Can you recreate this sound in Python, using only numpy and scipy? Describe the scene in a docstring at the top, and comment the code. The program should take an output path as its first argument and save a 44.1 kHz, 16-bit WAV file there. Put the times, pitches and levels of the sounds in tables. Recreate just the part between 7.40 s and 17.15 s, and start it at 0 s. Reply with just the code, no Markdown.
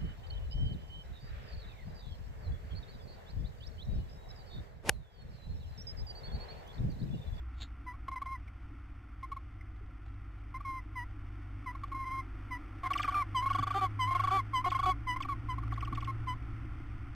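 """Owl chicks beg in a nest box: clear whistles near 1 kHz, runs of short pips and thin squeaks, made from tones
with a few overtones, that turn hoarse as filtered noise joins the most excited runs.
A motor outside hums as drifting sine tones and slowly speeds up. Fading tones and noise make the birds' shuffling
and the crackling litter; shaped noise is the background. A cheap nest camera samples the sound coarsely,
which mirrors every call into the treble."""
import sys
import numpy as np
from scipy import signal
from scipy.fft import rfft, irfft, next_fast_len
from scipy.io import wavfile
from scipy.ndimage import uniform_filter1d, map_coordinates

SR = 44100
rng = np.random.default_rng(int(sys.argv[2]) if len(sys.argv) > 2 else 0)


def inscribe(sig):
    """Save sig as 16-bit PCM at rate SR to the path in sys.argv[1].

    A 1-D sig is mono; a 2-D sig holds one channel per row.
    Samples are clipped to [-1, 1] before scaling.
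    """
    pcm = np.round(np.clip(np.atleast_2d(sig).T, -1, 1) * 32767)
    wavfile.write(sys.argv[1], SR, pcm.astype(np.int16))


N = 429975
T = np.arange(N) / SR  # time of every sample, in seconds

# Levels in these tables are starting points: the functions add shapes and overall gains.
# The motor's path. Each row: time in seconds, turning rate in Hz, level of the tone at that rate in dB,
# level of the tone at twice that rate in dB.
MOTOR_PATH = [(0, 49.4, -50.5, -62), (1.6, 49.07, -52, -55.5), (2.9, 49.54, -47.5, -52),
              (4.2, 49.7, -46, -48), (5.5, 50.03, -46.5, -49.5), (6.1, 50.86, -49, -40.5),
              (6.8, 52.16, -53, -38), (7.15, 52.7, -57, -43), (7.5, 54.3, -39.5, -44),
              (7.8, 54.8, -51, -46), (8.3, 55.55, -38.5, -39), (8.85, 56.4, -51.5, -40),
              (9.05, 56.66, -48, -46.5), (9.75, 57.84, -49, -47.5)]
# A second, wandering hum. Each row: time in seconds, pitch in Hz, level in dB.
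DRONE_PATH = [(0, 61.64, -40.5), (.4, 62.1, -47.5), (2.2, 63.82, -51), (5.5, 68, -59.5),
              (9.75, 67.2, -56.5)]
# The background's loudness. Each row: time in seconds, rumble in dB, box boom in dB, hiss in dB.
BACKGROUND_LEVELS = [(0, -65, -65, -63), (2.6, -65, -65, -64), (5.3, -63.5, -56.5, -58),
                     (6.3, -62, -57, -56), (7.6, -59.5, -56.5, -58.5), (8.5, -57.5, -54, -56),
                     (9.75, -58.5, -59.5, -58.5)]
# Spectrum of the outside rumble. Each row: frequency in Hz, level in dB.
RUMBLE_COLOUR = [(8, -12.5), (14, 4), (22, 0), (45, -3.5), (85, -3), (105, -2), (130, -13), (180, -20.5),
                 (260, -19.5), (500, -49)]
# Spectrum of the low boom inside the box. Each row: frequency in Hz, level in dB.
BOOM_COLOUR = [(150, -48.5), (220, -16.5), (280, 2.5), (325, -1), (380, -15), (470, -25.5), (700, -27),
               (1200, -70.5)]
# Spectrum of the hiss. 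Each row: frequency in Hz, level in dB.
HISS_COLOUR = [(260, -64), (450, -14), (640, -14.5), (726, -5), (953, -11), (1060, -4.5), (1170, -3.5),
               (1380, 1.5), (1590, -10), (1930, -7), (2150, -7), (2570, -12.5), (2740, -14), (3530, -20),
               (3900, -29), (5070, -64), (8580, -120)]
# Dry cracks of the litter. Each row: start in seconds, level in dB.
LITTER_CRACKS = [(.205, -52), (.218, -50), (.229, -54), (.236, -62), (1.079, -60), (1.229, -62),
                 (2.36, -59), (2.662, -55), (2.682, -57), (4.48, -55)]
# Resonances of the box. Each row: frequency in Hz, width in Hz, level in dB.
BOX_RESONANCES = [(790, 73, 6.5), (1130, 490, -17.5), (1380, 260, 1), (1910, 450, -7.5), (2850, 320, -12)]
# Feet and bodies bump the floor. Each row: start in seconds, pitch in Hz, time to fade by 60 dB in seconds,
# level in dB.
FLOOR_BUMPS = [(0.368, 403.8, 0.051, -64), (1.305, 293, 0.21, -46), (1.899, 438, .08, -56),
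               (2.408, 408, 0.14, -55), (2.491, 521, 0.057, -56.5), (5.938, 152, 0.066, -41),
               (6.184, 267, 0.13, -36.5), (6.192, 118.5, 0.24, -32), (8.52, 147, 0.083, -32),
               (8.526, 271, 0.18, -34), (9.249, 325, 0.093, -47), (9.402, 287, 0.06, -39)]
# Spectrum of the swish. Each row: frequency in Hz, level in dB.
SWISH_SPECTRUM = [(400, -14), (1000, -10), (1700, -4.5), (2500, -6), (3300, 1.5), (3900, 12)]
# Extra tones of a raspy voice. Each row: multiple of a third of the pitch (a count), level in dB.
RASP_UNDERTONES = [(1, -11), (2, 0), (4, -13.5), (5, -20), (7, -24), (8, -15.5), (10, -35.5), (11, -21)]
# Scooped peeps that open a run or stand alone. Each row: start in seconds, length in seconds, start pitch in Hz,
# lowest pitch in Hz, level in dB, 2nd harmonic in dB, 3rd harmonic in dB.
PEEP_NOTES = [(0.464, 0.067, 1030, 981, -42, -4.5, -26), (3.555, 0.087, 1056, 962, -40, -0.5, -16),
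              (4.26, 0.061, 1099, 980, -38.5, -4.5, -22), (5.107, 0.07, 1062, 978, -39, -1, -16),
              (5.946, 0.077, 1108, 992, -28, -14, -7), (6.591, 0.087, 1074, 996, -28.5, -8.5, -7),
              (7.133, 0.084, 1095, 1002, -27.5, -11, -9.5), (7.669, 0.084, 1041, 986, -32, -4, -8),
              (8.086, 0.059, 1070, 1000, -34.5, -10.5, -13.5), (8.87, 0.072, 1047, 1000, -33.5, -10.5, -10)]
# Short pips. Each row: start in seconds, length in seconds, pitch in Hz, level in dB, rasp from 0 to 1.
PIP_NOTES = [(.532, 0.025, 1107, -59, 0), (0.68, .014, 1074, -38.5, 0.08),
             (0.713, 0.033, 1059, -44.5, 0.03), (.756, .031, 1026, -42.5, 0),
             (.815, 0.016, 1100, -38.5, 0.02), (0.856, 0.027, 1049, -44.5, 0.05),
             (1.827, .027, 1055, -45.5, 0), (1.915, .02, 1116, -41, 0.03), (1.963, .016, 1083, -44.5, 0),
             (3.14, 0.0365, 1049, -45, 0), (3.203, 0.013, 1140, -45.5, 0), (4.348, 0.013, 1077, -45.5, 0),
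             (4.433, .014, 1130, -39.5, 0), (4.516, .023, 1096, -42.5, 0), (5.431, 0.026, 1082, -40.5, 0.1),
             (5.454, 0.025, 1043, -37, .1), (5.503, .021, 1108, -33, 0.12), (5.552, .018, 1142, -33.5, 0),
             (5.594, .019, 1158, -34, 0), (5.641, .019, 1200, -34.5, 0.06), (5.676, .024, 1125, -32.5, 0),
             (5.717, 0.022, 1160, -40.5, 0.06), (6.021, 0.032, 1067, -38, 0), (6.056, 0.027, 1085, -33, 0),
             (6.1, .022, 1105, -32, .07), (6.145, .021, 1105, -33, 0.18), (6.182, .019, 1141, -33.5, 0.13),
             (6.224, .02, 1137, -33.5, 0), (6.267, 0.017, 1147, -35, 0.23),
             (6.303, .017, 1136, -33.5, 0.03), (6.672, .032, 1068, -36.5, 0.03),
             (6.705, .033, 1063, -34.5, 0.1), (6.747, .024, 1073, -31.5, 0.19),
             (6.793, 0.019, 1095, -31, 0.06), (6.834, .023, 1127, -32.5, 0.14),
             (6.871, .021, 1112, -32, 0.12), (7.241, .02, 1060, -33.5, 0.04),
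             (7.257, .031, 1087, -35, 0.61), (7.315, 0.019, 1100, -33, 0), (7.345, .026, 1062, -33.5, 0.05),
             (7.388, 0.02, 1093, -33.5, 0.13), (7.427, 0.0242, 1122, -33.5, 0.1),
             (7.759, .017, 1027, -37.5, 0), (7.802, 0.014, 1070, -36.5, 0.03),
             (7.846, 0.016, 1120, -42.5, 0.16), (8.179, .013, 1078, -41, 0), (8.231, 0.011, 1130, -46, 0.1),
             (8.276, 0.0096, 1195, -48, 0), (8.319, 0.015, 1110, -41, 0.25), (8.374, 0.012, 1077, -40.5, 0),
             (8.423, .017, 1114, -40, 0.1), (8.472, 0.015, 1108, -42.5, 0), (8.523, .014, 1106, -39, 0.1),
             (8.572, 0.018, 1096, -40.5, 0.11), (8.622, 0.014, 1082, -42.5, 0.1),
             (8.672, 0.04, 1069, -42, 0)]
# The pips' 2nd harmonic, strongest on low notes. Each row: pitch in Hz, level in dB.
PIP_SECOND_HARMONIC = [(980, -6), (1045, -7), (1090, -16), (1130, -18), (1200, -12.5)]
# Held whistles that close a run. 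Each row: start in seconds, length in seconds, start pitch in Hz,
# middle pitch in Hz, end pitch in Hz, level in dB, 2nd harmonic in dB, 3rd harmonic in dB, rasp from 0 to 1.
HELD_WHISTLES = [(.884, 0.079, 1077, 1067, 1045, -41.5, -9, -31, 0),
                 (3.249, 0.15, 1090, 1053, 1055, -41, -7.5, -31, 0),
                 (4.546, 0.1, 1062, 1080, 1077, -39.5, -10, -33.5, 0.02),
                 (4.65, 0.16, 1036, 1061, 1082, -38.5, -7, -26.5, 0),
                 (5.743, 0.087, 1167, 1178, 1089, -29.5, -14.5, -32, 0.08),
                 (6.34, 0.063, 1183, 1172, 1234, -32, -23, -20, 0.84),
                 (6.409, 0.061, 1093, 1154, 1084, -29.5, -19, -22, 0.49),
                 (6.907, 0.1, 1082, 1171, 1088, -29, -16, -19, 0.46),
                 (7.456, 0.069, 1104, 1125, 1110, -28.5, -17, -18, 0.57),
                 (7.886, 0.052, 1132, 1120, 1087, -35.5, -18.5, -28, 0)]
# Thin glides, most of them between pips. 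Each row: start in seconds, length in seconds, start pitch in Hz,
# end pitch in Hz, level in dB.
SQUEAK_GLIDES = [(1.078, 0.0098, 2350, 2100, -52), (2.209, 0.008, 2135, 2015, -49),
                 (5.533, .0095, 3330, 2040, -32), (5.574, 0.025, 3640, 1540, -36.5),
                 (5.616, 0.0098, 2980, 3850, -43.5), (5.628, 0.012, 3550, 1490, -34),
                 (6.095, 0.0125, 3380, 2440, -53), (6.131, .008, 3300, 2690, -43),
                 (7.289, 0.0061, 3200, 3900, -51), (7.301, 0.013, 3900, 1830, -41),
                 (7.821, .017, 3770, 1960, -39.5), (8.307, 0.019, 2350, 1355, -50),
                 (8.337, 0.0062, 3200, 3650, -51), (8.361, .01, 2300, 1397, -48.5),
                 (8.406, 0.011, 3360, 1710, -44), (8.448, 0.011, 3300, 2460, -46.5),
                 (8.549, .016, 3670, 1910, -47), (8.604, 0.016, 3720, 1920, -49),
                 (8.644, .013, 3650, 2070, -47)]
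# Excited runs, hoarse and strained. Each row: start in seconds, end in seconds, hoarseness in dB,
# lift of the pips' 3rd harmonic in dB.
EXCITED_RUNS = [(5.426, 5.724, -51, -4), (5.716, 5.828, -55.5, -5), (6.061, 6.145, -67, -5.5),
                (6.146, 6.467, -53.5, 6.5), (6.72, 7.007, -54, 0.5), (7.243, 7.516, -61, 4.5),
                (7.765, 7.935, -68, 4), (8.26, 8.7, -63, -1)]
# Spectrum of the hoarse noise. Each row: frequency in Hz, level in dB.
HOARSE_SPECTRUM = [(300, -26.5), (520, -10), (740, 14), (900, -20.5), (1150, 5), (1400, 10.5), (1750, 4),
                   (2300, 3.5), (2650, -6), (3200, 2), (3800, -5)]
# Tone of the camera. Each row: frequency in Hz, level in dB.
CAMERA_TONE = [(1500, -0.5), (3000, 1.65), (4000, 6), (4700, 5), (6000, 4.5), (7200, 2), (8500, -3),
               (10000, -1.5), (12000, -1), (15000, -5.5)]


def amp(db):
    """Turn decibels into a gain."""
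    return 10 ** (np.asarray(db) / 20)


def unit(x):
    """Scale a sound to an rms (average strength) of 1."""
    return x / np.sqrt(np.mean(x ** 2) + 1e-20)


def curves(rows, t):
    """Read every column after the first by straight lines, at the points t of the first column."""
    points, *columns = np.transpose(rows)
    return [np.interp(t, points, column) for column in columns]


def wobble(rate, size):
    """A smooth random curve through `rate` random points a second."""
    knots = rng.standard_normal(int(size * rate / SR) + 4)
    return map_coordinates(knots, [np.arange(size) * rate / SR])


def filtered(x, response):
    """Weaken or strengthen each frequency of x by the gain response(Hz)."""
    size = next_fast_len(N + 8192)
    spectrum = rfft(x, size) * response(np.fft.rfftfreq(size, 1 / SR))
    return irfft(spectrum, size)[:N]


def noise(colour):
    """Random noise of rms 1 with the given spectrum, read along a logarithmic frequency scale."""
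    f, db = np.transpose(colour)

    def response(hz):
        return amp(np.interp(np.log(hz + 1), np.log(f), db, right=-120))

    return unit(filtered(rng.standard_normal(N), response))


def gate(t, start, end, rise, fall):
    """A loudness curve that opens smoothly around start and closes around end."""
    return (1 + np.tanh((t - start) / rise)) * (1 + np.tanh((end - t) / fall)) / 4


def around(start, end):
    """The samples of a note with a margin on both sides."""
    margin = SR // 50
    return slice(max(int(start * SR) - margin, 0), int(end * SR) + margin)


def hum():
    """Two tones locked to the motor's turning rate mix with a second hum; all three waver slightly."""
    motor_hz, first_db, second_db = curves(MOTOR_PATH, T)
    drone_hz, drone_db = curves(DRONE_PATH, T)
    out = np.zeros(N)
    for hz, db in [(motor_hz, first_db), (2 * motor_hz, second_db), (drone_hz, drone_db)]:
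        level = amp(db + 0.45 * wobble(2.9, N))
        phase = 2 * np.pi * np.cumsum(hz) / SR + 0.23 * wobble(7.4, N)
        out += level * np.sin(phase)
    return np.sqrt(2) * out


def background():
    """Three shaped noises: outside rumble, a low boom inside the box, and hiss."""
    rumble_db, boom_db, hiss_db = curves(BACKGROUND_LEVELS, T)
    rumble = amp(rumble_db + 15.0) * noise(RUMBLE_COLOUR)
    boom = amp(boom_db + 2.0) * noise(BOOM_COLOUR)
    hiss = amp(hiss_db + 1.5) * noise(HISS_COLOUR)
    return rumble + boom + hiss


def onsets():
    """Fading noise bursts: dry litter cracks, faint crackles at random times, and a click on each pip."""
    out = np.zeros(N)
    t = np.arange(SR // 20) / SR
    crackles = [(u * (T[-1] - .1), -72 + 10 * v ** 2) for u, v in rng.uniform(size=(70, 2))]
    clicks = [(start + .002, db - 8) for start, _, _, db, _ in PIP_NOTES]
    for start, db in clicks + LITTER_CRACKS + crackles:
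        burst = amp(db - 60 * t / 0.041) * rng.standard_normal(len(t))  # falls 60 dB in 41 ms
        out[int(start * SR):][:len(t)] += burst
    return out


def box(x):
    """The small wooden cavity rings briefly at a few resonances."""
    def response(f):
        return sum(amp(db) * 1j * f * width / (centre ** 2 - f * f + 1j * f * width)
                   for centre, width, db in BOX_RESONANCES)

    return filtered(x, response)


def shuffles():
    """Birds shuffle: fading low tones are dull bumps on the floor, and a noise burst is one short, scratchy swish."""
    out = np.zeros(N)
    t = np.arange(SR // 4) / SR
    for start, hz, fade_s, db in FLOOR_BUMPS:
        phase = 2 * np.pi * hz * t + 1.07 * wobble(65, len(t))
        level = amp(db - 60 * t / fade_s) * (1 - np.exp(-t / 0.0017))
        out[int(start * SR):][:len(t)] += level * np.sin(phase)
    crest_s, crest_db = 0.228, -42.5
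    rise_db_per_s, fall_db_per_s = 498, 753
    grain_db = 3.1 * wobble(700, N)  # fast changes of level make it scratchy
    slope_db = np.maximum(rise_db_per_s * (crest_s - T), fall_db_per_s * (T - crest_s))
    swish = amp(crest_db - slope_db + grain_db) * noise(SWISH_SPECTRUM)
    return out + swish


def syrinx(hz, second_db, third_db, rasp, jitter):
    """The bird's voice: a tone with two overtones; rasp adds undertones locked to every third cycle."""
    waver = jitter * wobble(450, len(hz)) / (1 + 2 * rasp)  # steadier while it rasps
    phase = 2 * np.pi * np.cumsum(hz * (1 + waver)) / SR + rng.uniform(0, 2 * np.pi)
    tone = np.cos(phase) + amp(second_db) * np.cos(2 * phase) + amp(third_db) * np.cos(3 * phase)
    undertones = sum(amp(db) * np.cos(k * phase / 3) for k, db in RASP_UNDERTONES)
    return np.sqrt(2) * (tone + rasp * undertones)


def peeps():
    """A peep swells quickly and fades while its pitch scoops down and lifts again; it is brightest in the middle."""
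    turn, end_lift = 0.684, 0.053  # share of the length where pitch is lowest; rise above that by the end
    crest, swell_db, fade_db = 0.34, 6, 9  # share of the length where it is loudest; rise before, fall after
    out = np.zeros(N)
    for start, length, start_hz, low_hz, db, second_db, third_db in PEEP_NOTES:
        i = around(start, start + length)
        t = T[i] - start
        u = np.clip(t / length, 0, 1)  # progress through the note
        falling = (start_hz / low_hz - 1) * (1 - u / turn) ** 2
        lifting = end_lift * ((u - turn) / (1 - turn)) ** 2
        scoop = np.where(u < turn, falling, lifting)
        swell = swell_db * (1 - u / crest) ** 2
        fade = fade_db * (u - crest) / (1 - crest)
        dip_db = np.where(u < crest, swell, fade)
        edge = (2 * u - 1) ** 2  # 1 at both ends, 0 in the middle
        level = amp(db - dip_db + 0.53 * wobble(150, len(t))) * gate(t, 0.00091, length, 0.0022, 0.0019)
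        out[i] += level * syrinx(low_hz * (1 + scoop), second_db - 3 * edge, third_db - 21 * edge, 0, 0.0044)
    return out


def overtones(hz, db):
    """The pips' 2nd and 3rd harmonic levels in dB follow pitch and effort."""
    effort_db = db + 41.5  # an easy call has a level of -41.5 dB
    second_db = curves(PIP_SECOND_HARMONIC, hz)[0] - 0.1 * effort_db
    third_db = -33 + effort_db
    return second_db, third_db


def pips(strain, bright_db):
    """Each pip drops onto its pitch from above, gains its overtones as it settles, and lifts a little as it closes."""
    out = np.zeros(N)
    for start, length, hz, db, rasp in PIP_NOTES:
        i = around(start, start + length)
        t = T[i] - start
        unsettled = np.exp(-np.maximum(t, 0) / 0.00273)
        drop = (.12 + .2 * strain[i]) * unsettled
        lift = 0.024 * np.clip(2 * t / length - 1, 0, 1.3) ** 2
        pitch = hz * (.993 + drop + lift)
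        fading_db = db + 1.5 - 2.86 * (t / length - 1.5)
        level = amp(fading_db) * gate(t, 0.0031, length - .001, 0.0027, 0.003)
        thin_db = 1 - 18 * unsettled  # weakens the overtones at first
        second_db, third_db = overtones(hz, db)
        out[i] += level * syrinx(pitch, second_db + thin_db, third_db + bright_db[i] + thin_db,
                                 rasp * (1 - unsettled), .008 + .008 * strain[i])
    return out


def whistles(strain):
    """A whistle bends gently through three pitches, often rasping, then clears and sags; rasp weakens the main note."""
    swoop_share, swoop_s = 0.27, .0025  # strain makes it drop in from above; how quickly it settles
    sag_hz, sag_s, sag_db = 59, 0.0083, 4  # fall in pitch and level towards the end
    out = np.zeros(N)
    for start, length, start_hz, middle_hz, end_hz, db, second_db, third_db, rasp in HELD_WHISTLES:
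        i = around(start, start + length)
        t = T[i] - start
        bend = np.polyfit([0, .5, 1], [start_hz, middle_hz, end_hz], 2)
        bent_hz = np.polyval(bend, np.clip(t / length, 0, 1))  # up, down, arched or dipping
        sag = np.exp(np.minimum(t - length, 0) / sag_s)
        swoop = swoop_share * strain[i] * np.exp(-np.maximum(t, 0) / swoop_s)
        pitch = bent_hz * (1 + swoop + .008 * wobble(47.8, len(t))) - sag_hz * sag
        rasping = rasp * gate(t, 0.0063, 0.67 * length, 0.0024, .0018)  # clears at 67% of the length
        level = amp(db - sag_db * sag ** 2 + 1.7 * wobble(67.3, len(t)))
        level = level * gate(t, 0.00095, length, 0.0023, 0.0052) / np.sqrt(1 + rasping ** 2)
        # As the note sags, its 2nd harmonic grows and its 3rd fades.
        out[i] += level * syrinx(pitch, second_db + 10.5 * sag, third_db - 9 * sag,
                                 rasping, 0.0047 + 0.0059 * strain[i])
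    return out


def glide(start, length, pitches, overtone_db, jitter):
    """A soft-edged thin tone with one overtone bends through three pitches; gives its samples and its sound."""
    i = around(start, start + length)
    u = (T[i] - start) / length
    hz = np.polyval(np.polyfit([0, .5, 1], pitches, 2), np.clip(u, 0, 1))
    phase = 2 * np.pi * np.cumsum(hz * (1 + jitter * wobble(900, len(u)))) / SR
    tone = np.sin(phase) + amp(overtone_db) * np.sin(2 * phase)
    return i, gate(u, 0.083, 1.0, .12, 0.17) * tone


def squeaks():
    """The voice flips up to a thinner register: short glides, mostly between the pips."""
    out = np.zeros(N)
    for start, length, start_hz, end_hz, db in SQUEAK_GLIDES:
        pitches = [start_hz, (start_hz + end_hz) / 2, end_hz]
        i, tone = glide(start, length, pitches, overtone_db=-36, jitter=0.045)
        out[i] += amp(db + 1.5) * tone
    return out


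def slurs(strain):
    """Soft arched notes fill the short gaps between a pip of an excited run and the next note."""
    out = np.zeros(N)
    starts = np.sort([row[0] for row in PIP_NOTES + HELD_WHISTLES + PEEP_NOTES])
    for start, length, hz, db, _ in PIP_NOTES:
        gap = starts[starts > start][0] - start - length
        if .005 < gap < 0.023:  # seconds
            pitches = 1.34 * hz * np.array([.9, 1, .88])
            i, tone = glide(start + length, gap, pitches, overtone_db=-7.5, jitter=0.051)
            out[i] += amp(db - 11.5) * strain[i] * tone
    return out


def chicks():
    """All calls, with noise that follows their loudness: faint throughout, hoarser in the excited runs."""
    husk, strain, bright_db = np.zeros((3, N))
    for start, end, db, lift_db in EXCITED_RUNS:
        i = around(start, end)
        run = gate(T[i], start, end, 0.0057, 0.0048)
        strain[i] += run
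        bright_db[i] += run * lift_db
        husk[i] += run * amp(db)
    voice = peeps() + whistles(strain) + pips(strain, bright_db) + squeaks() + slurs(strain)
    loudness = uniform_filter1d(np.abs(voice), size=200)
    opening = loudness / (np.abs(loudness) + 0.0048)  # near 0 in silence, towards 1 in loud calls
    breath_level = amp(4) * husk * opening + amp(-28) * loudness
    return voice + noise(HOARSE_SPECTRUM) * breath_level


def walls(x):
    """Dense, very short reflections inside the box, made with a fading burst of noise."""
    t = np.arange(SR // 6) / SR
    fade = amp(-60 * t / 0.063) * (t > .003)  # starts after 3 ms; falls 60 dB per 63 ms
    tail = rng.standard_normal(len(t)) * fade
    return signal.fftconvolve(x, tail / np.linalg.norm(tail))[:N]


def scene():
    """Everything reaches one microphone inside the box."""
    calls = chicks()
    echo = amp(-12) * walls(calls)
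    clicks = amp(11.5) * box(onsets())
    mono = amp(-0.31) * calls + echo + clicks + shuffles() + hum() + background()
    return np.array([mono, mono])


def record(dry):
    """Two crude changes of sample rate mirror the sound into the treble; the camera is mono."""
    mic_sr, stream_sr, top_hz = 8000, 11025, 15700  # samples a second, samples a second, Hz
    heard = filtered(dry[0], lambda hz: 1 / np.sqrt(1 + (hz / 3950) ** 40))  # steep cut near 3950 Hz
    samples = map_coordinates(heard, [np.arange(0, N, SR / mic_sr)], order=3)
    at = np.arange(0, len(samples), mic_sr / stream_sr)
    straight = map_coordinates(samples, [at], order=1)  # straight lines between samples
    smooth = map_coordinates(samples, [at], order=3)  # smooth curves between samples
    stream = .55 * straight + .45 * smooth
    out = np.interp(T, np.arange(len(stream)) / stream_sr, stream)
    out = filtered(out, lambda hz: amp(curves(CAMERA_TONE, hz)[0]) * (hz < top_hz))
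    return np.array([out, out])


dry = scene()
out = record(dry)
inscribe(out)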